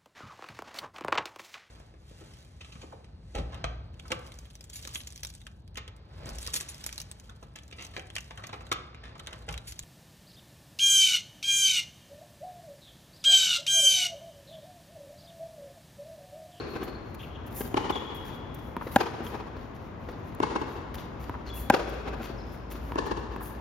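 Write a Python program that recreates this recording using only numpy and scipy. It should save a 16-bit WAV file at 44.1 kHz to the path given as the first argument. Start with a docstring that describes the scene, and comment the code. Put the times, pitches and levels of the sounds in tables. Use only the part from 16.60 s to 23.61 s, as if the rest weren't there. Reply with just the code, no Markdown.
"""First heard: echoes and tail of a near stroke made just before the start, over a low traffic rumble.
A tennis rally on an outdoor hard court follows, heard from a phone behind the near baseline.
Strokes are damped modes of ball and strings with a noise rasp; copies glance off the ground, slap back
from the structures around and linger in a diffuse noise tail. Bounces ring a hollow ball.
The near player's shoes thump (modes), scuff (grainy noise) and squeak (unsteady tones)."""
import sys
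import numpy as np
from scipy import signal
from scipy.fft import rfft, irfft, next_fast_len
from scipy.io import wavfile

SR = 44100
rng = np.random.default_rng(int(sys.argv[2]) if len(sys.argv) > 2 else 0)


def dump(signal):
    """Clip the signal to [-1, 1] and save it as 16-bit WAV at the path in sys.argv[1]."""
    limited = np.clip(np.atleast_2d(signal).T, -1, 1)
    pcm = np.round(limited * 32767).astype(np.int16)
    wavfile.write(sys.argv[1], SR, pcm)


N = 309018
LEAD = SR // 2  # samples computed ahead of the start, for events that begin before it
TOTAL = N + LEAD

# Racket strokes. Each row: start in seconds, level in dB, ring pitch ratio, string ping in dB, ping in Hz,
# ping T60 in seconds, player's step away from the fence in m, share thrown to the surroundings in dB, court end.
STROKE_ROWS = [(-.222, -6, 1.0, -30, 2900, .02, 0.03, 0, "near"),
               (1.1422, -14, 1.05, -.5, 2850, .011, -0.05, 1.5, "far"),
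               (2.3606, -6.3, 0.98, -24, 2950, .012, .6, -1.8, "near"),
               (3.8015, -14, 1.075, -27, 2170, .15, 0.016, 1, "far"),
               (5.1001, -6.5, 1.0, -25, 2550, .02, -.35, 1, "near"),
               (6.3568, -17.5, 1.09, -30, 2900, .015, -0.03, 3.5, "far")]
# Ball on each player's string bed. Each row: mode in Hz, level in dB, T60 in seconds.
NEAR_RACKET_MODES = [(185, 2.3, .0148), (630, -1, .016), (801, -2, .029), (990, -5.5, .04),
                     (1545, -9, .028), (1740, -16, .02), (2520, -18, .018), (3150, -17, .008),
                     (3900, -24, .01), (5400, -25, .008)]
FAR_RACKET_MODES = [(262, 4, 0.014), (450, -3.5, 0.014), (796, -2, 0.026), (990, 1.5, 0.012),
                    (1550, -7, 0.011), (1900, -8, 0.0054), (2465, -16, 0.0088)]
# Stroke by court end. Each entry: string rasp in dB, contact swell in seconds, direct treble shelf in dB,
# shelf corner in Hz, echo in dB, tail in dB.
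STROKE_BY_END = {"near": (-17, .00082, 3, 1000, 0.4, -1), "far": (-15.5, .00063, -5.5, 650, -1.86, 6)}
# Delay of the reflection off the court behind the direct sound, by court end, in ms.
GROUND_DELAY_MS = {"near": 3.66, "far": 2.9}
# Lag of the left port behind the right, by court end, in ms.
LEFT_LAG_MS = {"near": -.06, "far": .36}
# Reflection off the court. Each row: frequency in Hz, gain in dB.
GROUND_GAIN = [(140, -5), (300, -1.5), (1200, -2), (4000, -9)]
# Treble lost on the way from the far end. Each row: frequency in Hz, gain in dB.
AIR_GAIN = [(4500, -1.5), (8000, -3), (13000, -14)]
# Felt rasping over strings. Each row: frequency in Hz, gain in dB.
RASP_GAIN = [(800, -2), (1600, 10.5), (3300, 1.5), (6000, -7), (8500, -5.5), (13000, -12), (16000, -18)]
# Broad knock that a near stroke throws sideways. Each row: frequency in Hz, gain in dB.
SIDEWAYS_GAIN = [(90, 5), (170, 22), (340, 32.5), (500, 29), (650, 23), (900, 24), (1150, 26), (1600, 15),
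                 (2200, 15), (3000, 10.5), (6000, 0), (8500, -2), (13000, -4.5), (16000, -12)]
SIDEWAYS_RING_DB = -7  # share of the near racket's ring within that knock
SOUND_M_S = 343

# Ball bounces on this and nearby courts. Each row: start in seconds, level in dB, treble shelf in dB.
BOUNCE_ROWS = [(2.1664, -26, 10), (4.6955, -28.5, 8.5), (6.3204, -33, 15.5), (6.7622, -31.5, 9.5)]
# Hollow ball on hard ground. Each row: mode in Hz, level in dB, T60 in seconds.
BALL_MODES = [(282, 6, 0.017), (955, 2.5, 0.025), (1294, 4.5, 0.0032), (2700, 13, 0.0006)]
# Share of a bounce that the fence throws back. Each row: frequency in Hz, gain in dB.
BOUNCE_THROW_GAIN = [(250, -9), (700, -4), (1100, 3), (1700, 5), (3000, -2), (8000, -6)]
BOUNCE_TICK_DB, BOUNCE_TICK_DECAY_S = -19.5, 0.0018  # felt meeting grit, level against the knock
BOUNCE_STEP_M = 0.606  # the ball lands this much further from the fence than the player stands

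# Low thumps: footfalls, and a few late echoes of strokes.
# Each row: start in seconds, thump in dB, gritty crunch in dB, thump pitch ratio.
THUMP_ROWS = [(0.225, -21, -39, 1.2), (0.275, -28, -46, 1), (1.006, -18.5, -40, 1.2), (2.17, -24, -54, .9),
              (2.267, -23, -42, 1.5), (2.603, -22, -48, 1.1), (2.745, -26, -46, 1), (2.962, -32, -48, 1),
              (3.485, -33, -43, 1.4), (5.609, -26, -49, 1), (5.698, -24, -47, 1), (6.148, -33, -45, 1),
              (6.76, -26, -52, 1)]
# Rubber sole on the court. Each row: mode in Hz, level in dB, T60 in seconds.
SOLE_MODES = [(209, 4, 0.015), (342, 1, 0.027), (607, 0, 0.011), (1357, -12, 0.03), (2605, -26, 0.065)]
# Sliding soles. Each row: start in seconds, length in seconds, hiss in dB, scrape in dB.
SCUFF_ROWS = [(.06, .09, -68, -64), (0.226, 0.022, -54, -49), (0.543, 0.0074, -54, -49.5),
              (.59, .06, -66, -62), (.858, .02, -59, -59), (.9, .05, -62, -60), (0.942, 0.066, -42, -56),
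              (1.062, .016, -52, -58), (1.298, .014, -56, -54), (1.541, 0.026, -57, -60),
              (1.641, 0.047, -59.5, -53.5), (1.73, .03, -66, -62), (1.943, 0.007, -51.5, -58),
              (2.0, .09, -70, -68), (2.2, .09, -63, -62), (2.305, 0.051, -51.5, -53),
              (2.627, 0.053, -57, -52.5), (3.14, .03, -71, -62), (3.5, .02, -69, -60),
              (3.66, .03, -70, -68), (3.748, 0.0025, -50, -52), (4.07, .08, -69, -60),
              (4.339, 0.016, -53, -47), (4.37, .04, -63, -53), (4.59, .05, -64, -58),
              (4.85, .045, -72, -52), (4.932, 0.072, -48.5, -59), (5.288, .012, -58, -53),
              (5.613, 0.043, -58, -47), (5.912, .04, -65, -60), (6.1, 0.027, -51, -48),
              (6.2, .11, -67, -63), (6.455, .018, -62, -52), (6.8, 0.075, -51.5, -60)]
# Sole squeaks, and the echo of the one at 4.895 s.
# Each row: start in seconds, length in seconds, settled pitch in Hz, level in dB,
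# pitch jitter as a share, sharp start as a share, tail in dB.
SQUEAK_ROWS = [(-.015, .033, 4296, -44, 0.048, .08, 1.5), (.272, .036, 4280, -51, .04, .05, -6),
               (.345, .018, 4310, -51, .03, .05, -8), (.592, .03, 3040, -46, 0.14, .08, 1),
               (0.625, .028, 2800, -46, 0.16, .08, 1), (.748, .028, 3000, -49, .12, .08, -3),
               (1.321, .03, 3290, -38.5, 0.034, .11, 2.5), (1.349, .036, 3320, -36, 0.03, .15, 1.5),
               (2.662, .018, 3250, -45, .05, .08, -10), (4.381, .014, 3450, -49, .05, .08, -8),
               (4.865, .036, 4200, -49, 0.05, .08, -3), (4.895, .02, 3350, -45, 0.01, .06, 2),
               (4.924, .034, 3365, -46, .012, .02, 3), (4.966, .02, 2700, -49, 0.03, .04, -6),
               (5.776, .033, 5130, -55, 0.05, .08, 4), (5.8, .025, 4050, -56, .07, .08, -5)]
# Relative spectra of fine grit, coarse scrape and crushed grit. Each row: frequency in Hz, gain in dB.
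HISS_GAIN = [(1000, -35), (4500, -19), (7000, -7), (9000, -4), (11000, 0), (13000, .5), (14500, -1.5),
             (16000, -9)]
SCRAPE_GAIN = [(300, -2), (1500, 11), (3000, 7), (4500, 3), (7000, -2), (12000, -33)]
CRUNCH_GAIN = [(70, -32), (200, -10), (550, 0), (1100, -3), (2400, -15), (5000, -22), (8000, -36)]
CRUNCH_S = 0.012
SLIDE_RISE, SLIDE_RELEASE = 0.39, 0.42  # swell time and decay time as shares of a slide's length
# Light shuffling between the slides: mean rate, middling length and levels, level spread.
SHUFFLES_PER_S, SHUFFLE_S = 5, 0.05
SHUFFLE_HISS_DB, SHUFFLE_SCRAPE_DB, SHUFFLE_SPREAD_DB = -77, -66, 3.5
SQUEAK_SETTLE_S = 0.0055  # decay time of the sharp start
RADIATE_HZ = 110  # ball, racket and sole are too small to radiate bass below this

# Echoes of each court end and of a bounce.
# Each row: onset delay in seconds, swell time in seconds, level in dB, treble shelf in dB.
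NEAR_ECHO_ROWS = [(.0295, .0145, -4.8, 0), (.052, .016, -15, -1), (.082, .017, -15, -2),
                  (.155, .025, -22, -3), (.362, .02, -18, -3), (.418, .02, -20.5, -4),
                  (.485, .022, -25, -4)]
FAR_ECHO_ROWS = [(.0205, .0095, .5, 0), (.04, .025, -11.5, 0), (.085, .025, -10.5, -1),
                 (.1455, .0135, -1.5, -1.5), (.204, .012, -8, -1), (.26, .018, -16, -4)]
BOUNCE_ECHO_ROWS = [(.038, .005, -7, -6), (.048, .004, -7, -6), (.095, .012, -16, -6)]
ECHO_CORNER_HZ = 1800  # the echoes' treble shelf starts here
# Spectra of the echoes and of the tail. Each row: frequency in Hz, gain in dB.
ECHO_GAIN = [(80, -41), (200, 2), (400, 4), (1000, 3), (2000, 1.5), (4500, 9), (8000, 1), (13000, -3),
             (16000, -4)]
TAIL_GAIN = [(50, -8), (100, -1.5), (200, -5.5), (400, 3.5), (800, -2), (1300, 0), (2200, 1.5), (4500, 7),
             (8000, 3), (13000, -6), (15000, -11)]
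# Tail decay. Each row: frequency in Hz, T60 in seconds.
TAIL_DECAY = [(100, 2), (500, 2.6), (1500, 2.6), (3400, 2), (7000, 1.35), (14000, .8)]
# Likeness of the two ports in diffuse sound. Each row: frequency in Hz, correlation.
PORT_CORRELATION = [(50, 0.75), (180, 0.95), (350, 0.37), (800, 0.017), (2000, 0.035), (5000, 0.014)]

# Distant town, relative spectrum. Each row: frequency in Hz, density in dB per Hz.
TOWN_DENSITY = [(13, -79), (22, -13), (64, -2.5), (125, -6), (194, -11.5), (236, -6.5), (294, -11.5),
                (496, -15), (815, -17), (1040, -17), (1380, -23), (3320, -37.5), (4030, -42), (7000, -53),
                (9500, -65), (14000, -65), (16000, -76)]
TOWN_DB = -40
# Distant engine easing off and picking up again. Each row: time in seconds, firing rate in Hz, level in dB.
ENGINE_ROWS = [(4.4, 65, -54), (4.68, 63.3, -41.5), (5.45, 56.4, -38.5), (5.85, 51.1, -45),
               (6.252, 56.9, -39), (7, 57.3, -42.5)]

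# The phone's body shading the right port. Each row: frequency in Hz, gain in dB.
RIGHT_SHADE_GAIN = [(1800, 0), (2600, -.7), (4000, -4), (5500, -4.5)]
# Treble phase between the channels. Each row: frequency in Hz, phase in radians.
CHANNEL_PHASE = [(5000, 0), (6800, 1.8), (8200, 3), (9400, 2.6), (10500, 1.3), (12000, .5), (14000, 0)]
TOP_HZ = 15900


def strokes(rasp_lead_s=0.0019, pan_db=3.0):
    """Felt rasps over the strings, then ball and string bed pop; ground and surroundings send copies."""
    ports, tail_send = np.zeros((2, TOTAL)), np.zeros(TOTAL)
    t = seconds(count=4096)
    lead = int(rasp_lead_s * SR)
    for s, db, ratio, ping_db, ping_hz, ping_t60_s, step_m, around_db, end in STROKE_ROWS:
        rasp_db, contact_s, shelf_db, corner_hz, echo_db, tail_db = STROKE_BY_END[end]
        far = end == "far"
        lag_ms = LEFT_LAG_MS[end]
        start_s = s - rasp_lead_s

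        pop = ring(FAR_RACKET_MODES if far else NEAR_RACKET_MODES, contact_s, ratio)
        pop = pop + ring([(ping_hz, ping_db, ping_t60_s)], contact_s=0.0018)
        pop = np.roll(pop, lead)
        rasp = colour(cluster(t * np.exp(-t / 0.0021)), RASP_GAIN)
        rasp = rasp * np.sqrt(0.005 * SR)  # about rms 1 while it lasts, before colouring
        hit = undb(db) * (pop + undb(rasp_db) * rasp)
        if far:
            hit = colour(hit, AIR_GAIN)

        direct = tilt(hit, shelf_db, corner_hz)
        add_direct(ports, direct, start_s, lag_ms, pan_db)
        glance = colour(direct, GROUND_GAIN)
        add_direct(ports, glance, start_s + GROUND_DELAY_MS[end] / 1000, lag_ms, pan_db)

        if not far:  # the surroundings receive a broader knock
            knock = np.roll(cluster(t * np.exp(-t / 0.0015)), lead)
            hit = undb(db) * (undb(SIDEWAYS_RING_DB) * pop + colour(knock, SIDEWAYS_GAIN))
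        response = slap_response(FAR_ECHO_ROWS if far else NEAR_ECHO_ROWS, lag_ms)
        detour_s = 2 * step_m / SOUND_M_S
        for port, echo, side_db in zip(ports, convolve(hit, response), (1.2, -1.2)):
            add(port, echo * undb(echo_db + around_db + side_db), start_s + detour_s)
        add(tail_send, hit * undb(tail_db + around_db), start_s)
    return ports, tail_send


def bounces(send_db=-1.0):
    """The hollow ball knocks on the hard court, with a tick of felt on grit."""
    ports, send = np.zeros((2, TOTAL)), np.zeros(TOTAL)
    t = seconds(count=4096)
    for s, db, shelf_db in BOUNCE_ROWS:
        tick = unit(colour(rng.standard_normal(len(t)), HISS_GAIN)) * np.exp(-t / BOUNCE_TICK_DECAY_S)
        knock = tilt(ring(BALL_MODES, contact_s=0.00033), shelf_db)
        knock = undb(db) * (knock + undb(BOUNCE_TICK_DB) * tick)
        add_direct(ports, knock, s, lag_ms=0, pan_db=1.0)
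        add(send, knock * undb(send_db), s + 2 * BOUNCE_STEP_M / SOUND_M_S)
    return ports, send


def shoes(thump_send_db=-5, scuff_send_db=-5):
    """Thumps, scuffs and squeaks of the near player, left of the microphone, with a few echoes among them."""
    thumps, scuffs, squeaks, squeak_send = np.zeros((4, TOTAL))
    for s, db, crunch_db, ratio in THUMP_ROWS:
        crunch = burst(CRUNCH_GAIN, CRUNCH_S, grain_db=4.0, count=4096)
        add(thumps, undb(crunch_db) * crunch, s)
        add(thumps, undb(db) * ring(SOLE_MODES, contact_s=0.0025, ratio=ratio), s)
    for s, length_s, pitch_hz, db, jitter, overshoot, tail_db in SQUEAK_ROWS:
        chirp = undb(db) * squeak(length_s, pitch_hz, jitter, overshoot)
        add(squeaks, chirp, s)
        add(squeak_send, undb(tail_db) * chirp, s)
    for s, length_s, hiss_db, scrape_db in SCUFF_ROWS + shuffles():
        add(scuffs, scuff(length_s, hiss_db, scrape_db), s)
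    ports = np.zeros((2, TOTAL))
    add_direct(ports, thumps + scuffs + squeaks, -LEAD / SR, lag_ms=-0.45, pan_db=5)
    foot_send = undb(thump_send_db) * thumps + undb(scuff_send_db) * scuffs
    return ports, foot_send, squeak_send


def squeak(length_s, pitch_hz, jitter, overshoot, overtone_db=-25):
    """Stick-slip of rubber: the pitch drops and settles, unsteadily, as the sole grips."""
    t = seconds(count=4096)
    glide = 1 + overshoot * np.exp(-t / SQUEAK_SETTLE_S)
    hz = pitch_hz * glide * (1 + jitter * walk(1190, len(t)))
    phase = 2 * np.pi * np.cumsum(hz) / SR
    arch = np.sqrt(np.abs(np.sin(np.pi * np.minimum(t / length_s, 1))))
    flutter = undb(2.2 * walk(370, len(t)))
    return arch * flutter * (np.sin(phase) + undb(overtone_db) * np.sin(2 * phase))


def scuff(length_s, hiss_db, scrape_db):
    """A sliding sole: smooth hiss of fine grit over a coarser, grainier scrape."""
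    hiss = burst(HISS_GAIN, length_s, grain_db=2.0, count=12288)
    scrape = burst(SCRAPE_GAIN, length_s, grain_db=5.5, count=12288)
    return undb(hiss_db) * hiss + undb(scrape_db) * scrape


def shuffles():
    """Light foot adjustments at loosely even, random moments: rows like those of SCUFF_ROWS."""
    slots = np.arange(int(SHUFFLES_PER_S * N / SR))
    when, length, strength = rng.uniform(-1.1, 1, (len(slots), 3)).T
    start_s = (slots + 0.5 + when / 2) / SHUFFLES_PER_S
    length_s = SHUFFLE_S * 2 ** length
    db = SHUFFLE_SPREAD_DB * strength
    return list(zip(start_s, length_s, SHUFFLE_HISS_DB + db, SHUFFLE_SCRAPE_DB + db))


def ring(modes, contact_s, ratio=1):
    """Damped modes of alternating sign, swelling over the contact; so small a body radiates little bass."""
    t = seconds(count=4096)
    motion = np.zeros(len(t))
    for k, (hz, db, t60_s) in enumerate(modes):
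        decay = np.exp(-np.log(1000) * t / t60_s)
        motion += (-1) ** k * undb(db) * np.sin(2 * np.pi * hz * ratio * t) * decay
    swell = 1 - np.exp(-(t / contact_s) ** 2)
    return highpass(swell * motion, RADIATE_HZ, order=2)


def burst(points, length_s, grain_db, count):
    """Grainy friction noise that swells, holds while the slide lasts and dies away."""
    t = seconds(count)
    grains = rng.standard_normal(count) * undb(grain_db * walk(848, count))
    rise = np.minimum(t / (SLIDE_RISE * length_s), 1)
    release = np.exp(-np.maximum(t - length_s, 0) / (SLIDE_RELEASE * length_s))
    return unit(colour(grains, points)) * rise * release


def cluster(envelope):
    """A spray of tiny clicks under an envelope, nearly even in spectrum, with unit energy."""
    x = rng.standard_normal(len(envelope)) * envelope
    for _ in range(12):  # alternately flatten the spectrum and restore the envelope
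        flat = irfft(np.exp(1j * np.angle(rfft(x))), len(x))
        x = flat * (envelope / envelope.max()) ** 0.25
    return x / np.sqrt(np.sum(x ** 2))


def slap_response(echoes, lag_ms, scatter=1.3):
    """Each echo is a cluster of small reflections: one part shared by the ports, one part their own."""
    t = seconds(count=4096)
    response = np.zeros((2, 28000))
    for delay_s, swell_s, db, shelf_db in echoes:
        age = t / swell_s
        envelope = age * np.exp(-age ** 2 / 2)
        aimed, left, right = (tilt(cluster(envelope), shelf_db, ECHO_CORNER_HZ) for _ in range(3))
        lagged = np.roll(aimed, int(lag_ms * SR / 1000))
        ports = np.array([lagged + scatter * left, aimed + scatter * right])
        i = int(delay_s * SR)
        response[:, i:i + len(t)] += undb(db) * ports / np.hypot(1, scatter)
    return colour(response, ECHO_GAIN)


def tail(x, level_db, build_s=0.021):
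    """Diffuse ring of the surroundings, arriving in lumps; the air takes the treble first."""
    t = seconds(count=98304)
    spectrum, f = rfft(diffuse(len(t))), freqs(t)
    centres_hz, t60s_s = np.transpose(TAIL_DECAY)
    response = np.zeros((2, len(t)))
    for share, t60_s in zip(np.eye(len(centres_hz)), t60s_s):  # overlapping bands that sum to one
        band = irfft(spectrum * along(np.column_stack([centres_hz, share]), f))
        response += band * np.exp(-np.log(1000) * t / t60_s)
    lumps = undb(2.3 * walk(55, len(t)))
    build = 1 - np.exp(-(t / build_s) ** 2)
    return convolve(x, colour(response * lumps * build, TAIL_GAIN)) * undb(level_db)


def town():
    """Far traffic as gently swelling noise, with one engine's tone joining in late on."""
    wash = unit(colour(diffuse(next_fast_len(N)), TOWN_DENSITY))[:, :N]
    wash = wash * undb(TOWN_DB + 1.2 * walk(3.31, N))
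    s, hz, db = np.transpose(ENGINE_ROWS)
    t = seconds(N)
    firing_hz = np.interp(t, s, hz) * (1 + 0.015 * walk(12, N))
    phase = 2 * np.pi * np.cumsum(firing_hz) / SR
    fade_in = np.clip(t - s[0] + 1, 0, 1)  # over the second before the first row
    drone = np.sin(phase) * undb(np.interp(t, s, db) + 2.0 * walk(18, N)) * fade_in
    return highpass(wash + drone, 35, order=6)


def diffuse(count):
    """Noise from all around: alike at both ports in the bass, nearly unrelated higher up."""
    noise = rng.standard_normal((2, count))
    c = along(PORT_CORRELATION, freqs(noise))
    mid, side = irfft(rfft(noise) * np.sqrt([(1 + c) / 2, (1 - c) / 2]), count)
    return np.array([mid + side, mid - side])


def undb(db):
    """Decibels to gain."""
    return 10 ** (np.asarray(db) / 20)


def unit(x):
    """Scale to rms 1."""
    return x / np.sqrt(np.mean(x ** 2))


def seconds(count):
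    """Time axis of count samples."""
    return np.arange(count) / SR


def freqs(x):
    """Frequencies in Hz of the spectrum of x."""
    return np.fft.rfftfreq(x.shape[-1], 1 / SR)


def along(points, hz):
    """Read (Hz, value) points on a log-frequency axis."""
    f, value = np.transpose(points)
    return np.interp(np.log(np.maximum(hz, 1)), np.log(f), value)


def colour(x, points):
    """Filter by a (Hz, dB) spectrum."""
    return irfft(rfft(x) * undb(along(points, freqs(x))), x.shape[-1])


def tilt(x, shelf_db, corner_hz=900):
    """Shelve the treble up or down over the octave above a corner."""
    octaves = np.clip(np.log2(np.maximum(freqs(x), 1) / corner_hz), 0, 1)
    return irfft(rfft(x) * undb(shelf_db * octaves), len(x))


def highpass(x, corner_hz, order):
    """Butterworth bass cut."""
    return signal.sosfilt(signal.butter(order, corner_hz, "highpass", fs=SR, output="sos"), x)


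def walk(knots_per_s, count):
    """Random wander, straight between normal-distributed knots."""
    knots = rng.standard_normal(count // 20 + 2)
    return np.interp(seconds(count) * knots_per_s, np.arange(len(knots)), knots)


def add(track, x, s):
    """Mix x into a track at time s."""
    i = max(int(round(s * SR)) + LEAD, 0)
    track[i:i + len(x)] += x[:TOTAL - i]


def add_direct(ports, x, s, lag_ms, pan_db):
    """Mix x into both ports, the left one lagging by lag_ms and louder by pan_db."""
    add(ports[0], x * undb(pan_db / 2), s + lag_ms / 1000)
    add(ports[1], x * undb(-pan_db / 2), s)


def convolve(x, response):
    """Play a mono track through a two-port response."""
    return signal.fftconvolve(x[None], response, axes=1)[:, :TOTAL]


def scene(surround_pan_db=3.5):
    """Direct sounds, their echoes, the tail and the town."""
    hits, hit_send = strokes()
    knocks, knock_send = bounces()
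    feet, foot_send, squeak_send = shoes()
    around = convolve(foot_send, slap_response(NEAR_ECHO_ROWS, lag_ms=-0.13))
    thrown = colour(knock_send, BOUNCE_THROW_GAIN)
    around = around + convolve(thrown, slap_response(BOUNCE_ECHO_ROWS, lag_ms=-0.13))
    around = around + tail(hit_send + knock_send + foot_send + squeak_send, level_db=-42.5)
    pan = undb(np.array([[surround_pan_db], [-surround_pan_db]]) / 2)
    return (hits + knocks + feet)[:, LEAD:] + pan * (around[:, LEAD:] + town())


def record(dry):
    """In the top octaves both channels carry the left port, turned in phase; peaks round, extremes are cut."""
    left, right = rfft(dry, 2 * N)
    f = np.fft.rfftfreq(2 * N, 1 / SR)
    shared = along([(5200, 0.016), (7200, 1)], f)  # power share of the left port in the right channel
    own = right * undb(along(RIGHT_SHADE_GAIN, f))
    turned = left * np.exp(-1j * along(CHANNEL_PHASE, f))
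    right = np.sqrt(1 - shared) * own + np.sqrt(shared) * turned
    both = np.tanh(irfft(np.array([left, right]))[:, :N])
    both = highpass(both, 35, order=4)
    return signal.sosfilt(signal.ellip(10, 0.2, 80, TOP_HZ, fs=SR, output="sos"), both)


dry = scene()
out = record(dry)
dump(out)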